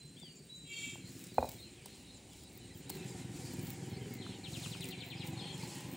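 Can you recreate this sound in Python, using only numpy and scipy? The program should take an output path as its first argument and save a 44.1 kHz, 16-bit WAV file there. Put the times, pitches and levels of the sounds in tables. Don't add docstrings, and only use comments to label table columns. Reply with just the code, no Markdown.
import sys
import numpy as np
from scipy import signal
from scipy.fft import rfft, irfft
from scipy.io import wavfile
from scipy.ndimage import uniform_filter1d

SR = 44100
rng = np.random.default_rng(int(sys.argv[2]) if len(sys.argv) > 2 else 0)


def pcm_store(signal):
    levels = np.round(np.clip(np.atleast_2d(signal), -1, 1) * 32767)
    wavfile.write(sys.argv[1], SR, levels.astype(np.int16).T)


N = 262836
T = np.arange(N) / SR

# frequency in Hz, relative level in dB.
HISS_SPECTRUM = [(1500, -10), (2500, -11.5), (4000, -3), (5300, -2), (6200, -2.5), (7200, 2), (9500, -4.5),
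                 (11500, -12), (13000, -19.5)]
# frequency in Hz, relative level in dB.
FIZZ_SPECTRUM = [(9000, -26), (12000, -23), (13500, -17), (15500, -10.5)]


def gain_of(db):
    return 10 ** (np.asarray(db) / 20)


def evened(x):
    return x / np.sqrt(np.mean(x ** 2) + 1e-20)


def curves(rows):
    s, *columns = np.transpose(rows)
    return [np.interp(T, s, c, left=c[0], right=c[-1]) for c in columns]


def resonate(x, hz, width_hz):
    turn = np.exp(2j * np.pi * np.cumsum(hz * np.ones(N)) / SR)
    r = np.exp(-np.pi * width_hz / SR)
    return 2 * (turn * signal.lfilter([1 - r], [1, -r], x / turn)).real


def body(x, modes):
    return sum(gain_of(db) * resonate(resonate(x, hz, width_hz), hz, width_hz) for hz, width_hz, db in modes)


def coloured(x, points):
    point_hz, point_db = np.transpose(points)
    bin_hz = np.fft.rfftfreq(N, 1 / SR)
    shape_db = np.interp(np.log(bin_hz + 1), np.log(point_hz), point_db)
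    return irfft(rfft(x) * gain_of(shape_db), N)


def drift(seconds):
    size = max(round(seconds * SR), 1)
    return evened(uniform_filter1d(uniform_filter1d(rng.standard_normal(N), size), size))


def yard(x, t60_s, dull):
    t = T[:SR // 2]
    signs = rng.choice([-1., 1.], (2, len(t)))
    struck = rng.random((2, len(t))) < 2000 / SR
    taps = signs * struck * (t > .004) * gain_of(-60 * t / t60_s)
    taps = signal.lfilter([1], [1, -np.clip(dull, 0, .95)], taps)
    return signal.fftconvolve(x[None], taps / np.linalg.norm(taps[0]), axes=1)[:, :N]


def arches(rows):
    power = 0.89
    total = 0
    for s, length_s, db in rows:
        swell = np.sin(np.pi * np.clip((T - s) / length_s, 0, 1)) ** power
        total = total + (gain_of(db) * swell) ** 2
    return np.sqrt(total)


def glide(length_s, first_hz, middle_hz, last_hz):
    curve = np.polyfit([0, .5, 1], [first_hz, middle_hz, last_hz], deg=2)
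    return np.polyval(curve, np.linspace(0, 1, round(length_s * SR)))


def note(s, hz, db, pan_db, rough, fade_db=-6, size=90):
    u = np.linspace(0, 1, len(hz))
    noise = evened(uniform_filter1d(uniform_filter1d(rng.standard_normal(len(u)), size), size))
    tone = np.sqrt(2) * (1 - rough + rough * noise) * np.sin(2 * np.pi * np.cumsum(hz) / SR)
    out = np.zeros(N)
    out[round(s * SR):][:len(u)] = gain_of(db + 4 + fade_db * u) * tone * signal.windows.tukey(len(u), .2)
    return out * gain_of([[pan_db / 2], [-pan_db / 2]])


def engine():
    # time in seconds, firings per second.
    firing = [(0.0, 16.53), (1.3, 17.84), (2.2, 18.99), (2.8, 20.15), (3.4, 20.64), (4.0, 21.14),
              (4.6, 21.89), (5.2, 22.95), (5.96, 23.42)]
    # time in seconds, exhaust level in dB, boom of the road between the walls in Hz,
    # intake roar level in dB, intake roar in Hz.
    course = [(0, -58, 145, -100, 700), (0.6, -60.5, 144, -92, 700), (0.9, -51, 127, -84, 710),
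              (1.7, -56, 120, -76, 770), (2.3, -61.5, 105, -72.5, 774), (2.82, -52, 115, -74, 764),
              (2.95, -45, 129, -60.5, 766), (3.25, -46.5, 121, -63.5, 800), (3.6, -44.5, 121, -63, 783),
              (4.3, -47, 119, -63, 790), (4.85, -47.5, 122, -64, 780), (5.15, -50.5, 121, -60.5, 750),
              (5.3, -47, 123, -57, 817), (5.95, -46, 129, -59.5, 846)]
    # frequency in Hz, width per pass in Hz, relative level in dB.
    pipe_modes = [(160.2, 89, 1), (254.6, 46.4, 0), (358.6, 33.6, 1), (477.3, 14.4, -6.5)]
    first_turn = .3
    tyre_hz, tyre_width_hz, tyre_db = 1800, 1100, -19.5
    road_hiss_db = -15

    level_db, boom_hz, roar_db, roar_hz = curves(course)
    turns = first_turn + np.cumsum(curves(firing)[0]) / SR + 0.024 * drift(.05)
    fired = np.diff(np.floor(np.maximum.accumulate(turns)), prepend=0) * gain_of(2.0 * drift(0.14))
    puff = .45 + np.exp(-(turns % 1) / .35)
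    pipe = [(boom_hz, 55, 2.5)]
    pipe += [(hz * (1 + 0.055 * drift(.15)), width_hz, db) for hz, width_hz, db in pipe_modes]
    thumps = evened(body(fired, pipe))
    turbulence = evened(body(puff * rng.standard_normal(N), pipe))
    exhaust = evened(thumps + turbulence)

    intake_modes = [(roar_hz * (1 + 0.034 * drift(0.043)), 120, 0),
                    (1.147 * roar_hz, 130, -6), (0.68 * roar_hz, 90, -6)]
    intake = evened(body((0.9 + puff) * rng.standard_normal(N), intake_modes))
    tyres = gain_of(tyre_db) * evened(body(rng.standard_normal(N), [(tyre_hz, tyre_width_hz, 0)]))
    road_hiss = evened(coloured(rng.standard_normal(N), HISS_SPECTRUM))
    road_hiss = gain_of(road_hiss_db + 2.0 * drift(0.041)) * road_hiss
    return gain_of(level_db) * (exhaust + road_hiss + tyres) + gain_of(roar_db) * intake


def birds():
    # start in seconds, length in seconds, held pitch in Hz, start above it in Hz,
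    # relative level in dB.
    whistles = [(0, .17, 4080, 0, -58.5), (.218, .25, 4560, 340, -58), (.485, .27, 3935, -90, -53),
                (.722, .14, 4395, 320, -55)]
    # start in seconds, length in seconds, first, middle and last pitch in Hz,
    # relative level in dB, roughness 0-1.
    bends = [(.165, .05, 3150, 3560, 3640, -63, .15), (.21, .1, 3640, 3180, 2720, -61, .15),
             (4.185, .03, 3900, 4150, 4250, -61, .3), (4.21, .022, 4250, 3800, 3500, -58, .2),
             (4.215, .045, 3450, 3150, 2900, -60, .3), (5.36, .18, 4230, 4260, 4230, -57, .45),
             (5.39, .025, 4100, 3500, 3200, -52, .2), (5.41, .15, 3230, 3270, 3250, -52.5, .55),
             (5.49, .035, 2700, 2350, 1900, -62, .3)]
    # start in seconds, length in seconds, first and last pitch in Hz,
    # relative level in dB.
    chirps = [(1.46, .06, 2550, 2150, -63), (1.64, .06, 2900, 2350, -65), (1.78, .05, 2600, 2200, -64),
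              (2.31, .045, 3600, 2850, -66), (2.61, .06, 3050, 2850, -66), (3.5, .035, 3100, 2880, -64),
              (3.69, .05, 2250, 2100, -65), (4.09, .06, 4950, 4750, -64), (4.42, .08, 2350, 2300, -63),
              (5.69, .05, 3250, 2800, -63), (5.7, .24, 1900, 1860, -67), (2.97, .09, 2700, 2550, -62),
              (3.075, .05, 7500, 7300, -58), (3.19, .05, 2200, 2060, -62), (3.55, .08, 2480, 2260, -62),
              (3.91, .09, 2200, 2050, -62), (4.005, .065, 3160, 3020, -62), (4.105, .125, 2220, 1960, -61),
              (4.225, .075, 3520, 3560, -61), (4.295, .092, 3600, 2740, -61), (4.77, .14, 2250, 1900, -66),
              (5.02, .14, 2150, 1870, -66), (5.575, .07, 5190, 5000, -61)]
    trill_starts = [4.437, 4.53, 4.625, 4.714, 4.809, 4.905, 5.002, 5.1, 5.202]
    trill_length_s, trill_first_hz, trill_db = .043, 4550, -55.5
    fall_left = .36
    trill_end_hz, sink_hz_per_s = 2520, 680
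    wall_delay_s, wall_db = 0.0092, -4
    hook_s = .018
    right_pan_db, left_pan_db = -3, 8

    held = 0
    for s, length_s, hz, hook_hz, db in whistles:
        path_hz = hz + hook_hz * np.exp(-T[:round(length_s * SR)] / hook_s)
        held = held + note(s, path_hz, db, right_pan_db, .2, fade_db=-17, size=350)
    bent = sum(note(s, glide(length_s, first_hz, middle_hz, last_hz), db, left_pan_db, rough)
               for s, length_s, first_hz, middle_hz, last_hz, db, rough in bends)
    trill = 0
    for s in trill_starts:
        end_hz = trill_end_hz - sink_hz_per_s * (s - trill_starts[0])
        middle_hz = end_hz + fall_left * (trill_first_hz - end_hz)
        path_hz = glide(trill_length_s, trill_first_hz, middle_hz, end_hz)
        trill = trill + note(s, path_hz, trill_db, left_pan_db, .1, fade_db=-2)
    echo = gain_of(wall_db) * np.roll(trill, round(wall_delay_s * SR), axis=1)
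    far = sum(note(s, glide(length_s, first_hz, (first_hz + last_hz) / 2, last_hz), db - 3.5, 0, .22, fade_db=-2)
              for s, length_s, first_hz, last_hz, db in chirps)

    near = held + bent + trill + echo
    near_tail = gain_of(-4) * yard(near.mean(0), 0.35, 0.027)
    far_tail = gain_of(-6) * yard(far[0], 0.23, 0)[0]
    return near + near_tail + far + far_tail


def flock():
    # time in seconds, relative chatter level in dB.
    chatter = [(0, -70.5), (.6, -72.5), (1.0, -64), (1.8, -67), (2.84, -67), (2.93, -61), (4.1, -65),
               (5.0, -57.5), (5.95, -57.5)]
    # frequency in Hz, width per pass in Hz, relative level in dB.
    wash_bands = [(2290, 720, -0.97), (2700, 1820, -0.032)]
    # start in seconds, length in seconds, level in dB, pitch in Hz.
    bouts = [(1.01, 0.14, -66, 4100), (1.266, 0.29, -62.5, 3990), (1.546, 0.17, -58.5, 4120),
             (1.86, 0.14, -66, 4060), (2.043, 0.16, -61.5, 3930), (2.333, 0.2, -68.5, 3940),
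             (2.572, 0.18, -63, 3970), (2.853, 0.14, -60, 3940), (3.433, 0.12, -59.5, 4420),
             (3.89, 0.11, -60.5, 4340), (4.154, 0.26, -62, 4140), (4.5, 0.8, -68.5, 3970),
             (5.55, 0.23, -65, 4260)]

    level_db = curves(chatter)[0]
    starts, pitches = np.transpose(bouts)[[0, 3]]
    cheep_hz = pitches[np.maximum(np.searchsorted(starts, T) - 1, 0)]
    notes = 0
    for when, longer, fall, loud, high in rng.random((180, 5)):
        hz = 1900 + 3300 * high
        path_hz = glide(.03 + .05 * longer, hz * 1.05, hz, hz * (.97 - .08 * fall))
        notes = notes + note(5.8 * when, path_hz, 4 * (loud - .5), 0, .2)[0]
    wash = sum(body(rng.standard_normal(N), [band]) * gain_of(2.2 * drift(.05)) for band in wash_bands)
    cheeps = 0
    for _ in range(3):
        voice = body(rng.standard_normal(N), [(cheep_hz + 150 * drift(.04), 180, 0)])
        cheeps = cheeps + gain_of(2.5 * drift(.02)) * voice
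    blurred = evened(yard(notes + cheeps, 0.021, .1))
    mix = evened(wash) + .55 * evened(notes) + .3 * evened(cheeps) + .3 * blurred
    return gain_of(level_db) * mix + arches([row[:3] for row in bouts]) * evened(cheeps)


def insect():
    # frequency in Hz, width per pass in Hz, level in dB.
    shimmer_bands = [(7190, 700, -72.5), (9380, 230, -90.5)]
    tone_hz, tone_width_hz, tone_db, pulses_per_s = 8470, 50, -71.5, 36

    pulse_db = 3 * np.sin(2 * np.pi * pulses_per_s * T + drift(.1))
    tone = evened(body(rng.standard_normal(N), [(tone_hz, tone_width_hz, 0)]))
    out = gain_of(tone_db + 1.5 * drift(0.25) + pulse_db) * tone
    for hz, width_hz, db in shimmer_bands:
        band = evened(body(rng.standard_normal(N), [(hz + 80 * drift(0.012), width_hz, 0)]))
        out = out + gain_of(db + 4.9 * drift(0.031)) * band
    return out


def air():
    # frequency in Hz, relative level in dB.
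    air_spectrum = [(18, -49), (30, 5), (111, 0), (258, 0.5), (567, -12), (1350, -26.5), (3210, -28.5),
                    (3850, -17), (6180, -21.5), (7230, -17.5), (11000, -24), (12200, -68), (15900, -29)]
    level_db = -59.5
    return gain_of(level_db + 2.3 * drift(0.79)) * evened(coloured(rng.standard_normal(N), air_spectrum))


def wipe():
    # start in seconds, length in seconds, hiss level in dB.
    strokes = [(.68, 0.33, -56), (1.03, 0.33, -59.5), (1.3, 0.35, -61), (1.85, 0.21, -64),
               (2.27, 0.2, -62.5), (2.88, 0.36, -62.5), (3.3, 0.35, -57), (3.95, 0.25, -68),
               (4.44, 0.38, -52.5), (5.5, 0.41, -54)]
    # start in seconds, length in seconds, fizz level in dB.
    peels = [(1.1, 0.21, -58), (1.3, 0.38, -55.5), (2.5, 0.1, -63), (2.74, 0.083, -56), (2.89, 0.11, -56),
             (3.6, 0.16, -50), (3.84, .12, -64), (4.08, 0.11, -66), (4.8, 0.13, -51), (5.03, 0.09, -57),
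             (5.24, 0.08, -52), (5.86, 0.28, -52)]
    stroke_fizz_db = -9.5
    damp_fizz_db = -71.5

    stroke = arches(strokes) * gain_of(0.42 * drift(0.046))
    fizz = np.hypot(arches(peels), gain_of(stroke_fizz_db) * stroke) + gain_of(damp_fizz_db)
    tick_gain = gain_of(5.0 * np.minimum(rng.exponential(1, N), 4))
    crackle = rng.standard_normal(N) * tick_gain * (rng.random(N) < 2000 / SR)
    clumps = gain_of(0.96 * drift(0.0077))
    grit = rng.standard_normal(N) * gain_of(1.3 * drift(0.017))
    grit = grit + 0.4 * evened(crackle * gain_of(1.6 * drift(0.011)))
    film = rng.standard_normal(N) * clumps + 2.7 * evened(crackle * clumps)
    return stroke * evened(coloured(grit, HISS_SPECTRUM)) + fizz * evened(coloured(film, FIZZ_SPECTRUM))


def smacks():
    # start in seconds, relative level in dB, top relative to it in dB.
    smack_rows = [(0.198, -44, -17), (1.2122, -43, -17), (1.239, -36.5, -10), (1.268, -37, -20),
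                  (1.489, -36.5, 2.5), (1.858, -32, -12), (2.435, -43, -7), (2.574, -51, 10),
                  (2.895, -28.5, -17), (2.8994, -26.5, -4), (3.534, -44, 3), (3.593, -36, -22),
                  (3.668, -35, -14), (3.703, -36.5, 1), (4.138, -41.5, 3), (4.807, -32, -25),
                  (4.8416, -30.5, -32), (4.854, -35, -11), (4.8874, -33.5, -4), (5.272, -33, -12)]
    # frequency in Hz, width per pass in Hz, relative level in dB.
    smack_modes = [(885, 160, -27), (5140, 3400, -6), (7650, 2500, -0.5), (8800, 970, -1.5)]
    attack_s, t60_s = 0.00067, 0.026

    low, top, t = np.zeros(N), np.zeros(N), T[:600]
    for s, db, top_db in smack_rows:
        envelope = gain_of(db - 60 * t / t60_s) * np.minimum(t / attack_s, 1)
        snap = envelope * rng.standard_normal((2, len(t)))
        at = slice(round(s * SR), round(s * SR) + len(t))
        low[at] += snap[0, :N - at.start]
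        top[at] += gain_of(top_db) * snap[1, :N - at.start]
    return gain_of(-3.5) * body(low, smack_modes) + gain_of(15.5) * coloured(top, FIZZ_SPECTRUM)


def knocks():
    # start in seconds, level in dB, pitch factor.
    blows = [(.232, -50, 1.01), (.956, -44, 1.1), (1.3821, -11.5, 1), (1.4268, -20, 1), (1.4441, -28, 1),
             (1.4508, -32, .8), (1.468, -38, .8), (1.859, -44, 1.15), (2.899, -39, 1.1), (4.265, -40, 1.7),
             (4.661, -42, 1.65), (4.751, -44, 1.6)]
    # frequency in Hz before the pitch factor, relative level in dB, t60 in seconds.
    stone_modes = [(75, -22, 0.15), (243, -21, 0.11), (386, -15, 0.046), (547, -14, 0.074),
                   (1027, 4, 0.0077), (1465, -12, 0.014), (1940, -19.5, 0.014), (2466, -22.5, 0.031)]
    contact_hz, contact_peak_s, contact_width_s = 760, .0016, .0012
    dulling = 0.12

    out, t = np.zeros(N), T[:9000]
    hardest_db = max(row[1] for row in blows)
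    for s, db, pitch in blows:
        contact = np.exp(-((pitch * t - contact_peak_s) / contact_width_s) ** 2)
        contact = contact * np.sin(2 * np.pi * contact_hz * pitch * t)
        ring = 0
        for hz, mode_db, t60_s in stone_modes:
            loss_db = dulling * (hardest_db - db) * hz / 1000
            ring = ring + gain_of(mode_db - 60 * t / t60_s - loss_db) * np.sin(2 * np.pi * hz * pitch * t)
        ring = ring * (1 - np.exp(-(t / 0.0025) ** 2))
        out[round(s * SR):][:len(t)] -= gain_of(db) * (contact + ring)
    return out + gain_of(-19.5) * yard(out, 0.35, 0.49)[0]


def horn():
    # multiple of the pitch, relative level in dB.
    partials = [(5, 0), (6, -1), (7, 0), (8, -10)]
    # frequency in Hz, width per pass in Hz, relative level in dB.
    rattle_modes = [(2700, 280, -11), (3230, 880, -11), (7270, 460, -5.5)]
    start_s, release_s, pitch_hz = .635, .89, 458
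    first_db, last_db = -52, -44
    attack_s, fall_db_per_s = .09, 190

    level_db = np.interp(T, [start_s, release_s], [first_db, last_db])
    level_db = level_db - fall_db_per_s * np.maximum(T - release_s, 0)
    level = np.clip((T - start_s) / attack_s, 0, 1) * gain_of(level_db)
    tone = sum(gain_of(db + 4 * drift(.018)) * np.sin(k * 2 * np.pi * pitch_hz * T + .7 * drift(.014))
               for k, db in partials)
    beats = (1.4 + np.cos(2 * np.pi * pitch_hz * T)) * rng.standard_normal(N)
    rattle = sum(gain_of(db) * evened(body(beats, [(hz, width_hz, 0)])) for hz, width_hz, db in rattle_modes)
    blast = level * (evened(tone) + rattle)
    return blast + gain_of(-9) * yard(blast, .45, 0)[0]


def scene():
    middle = engine() + insect() + air() + wipe() + smacks() + knocks() + horn()
    return middle + birds() + flock()


def record(dry):
    bass_cut_hz, edge_hz = 52, 15800
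    thinned = signal.sosfilt(signal.butter(6, bass_cut_hz, "high", fs=SR, output="sos"), dry)
    band_limit = signal.firwin(511, edge_hz, window=("kaiser", 9), fs=SR)
    return signal.oaconvolve(thinned, band_limit[None], "same")


dry = scene()
out = record(dry)
pcm_store(out)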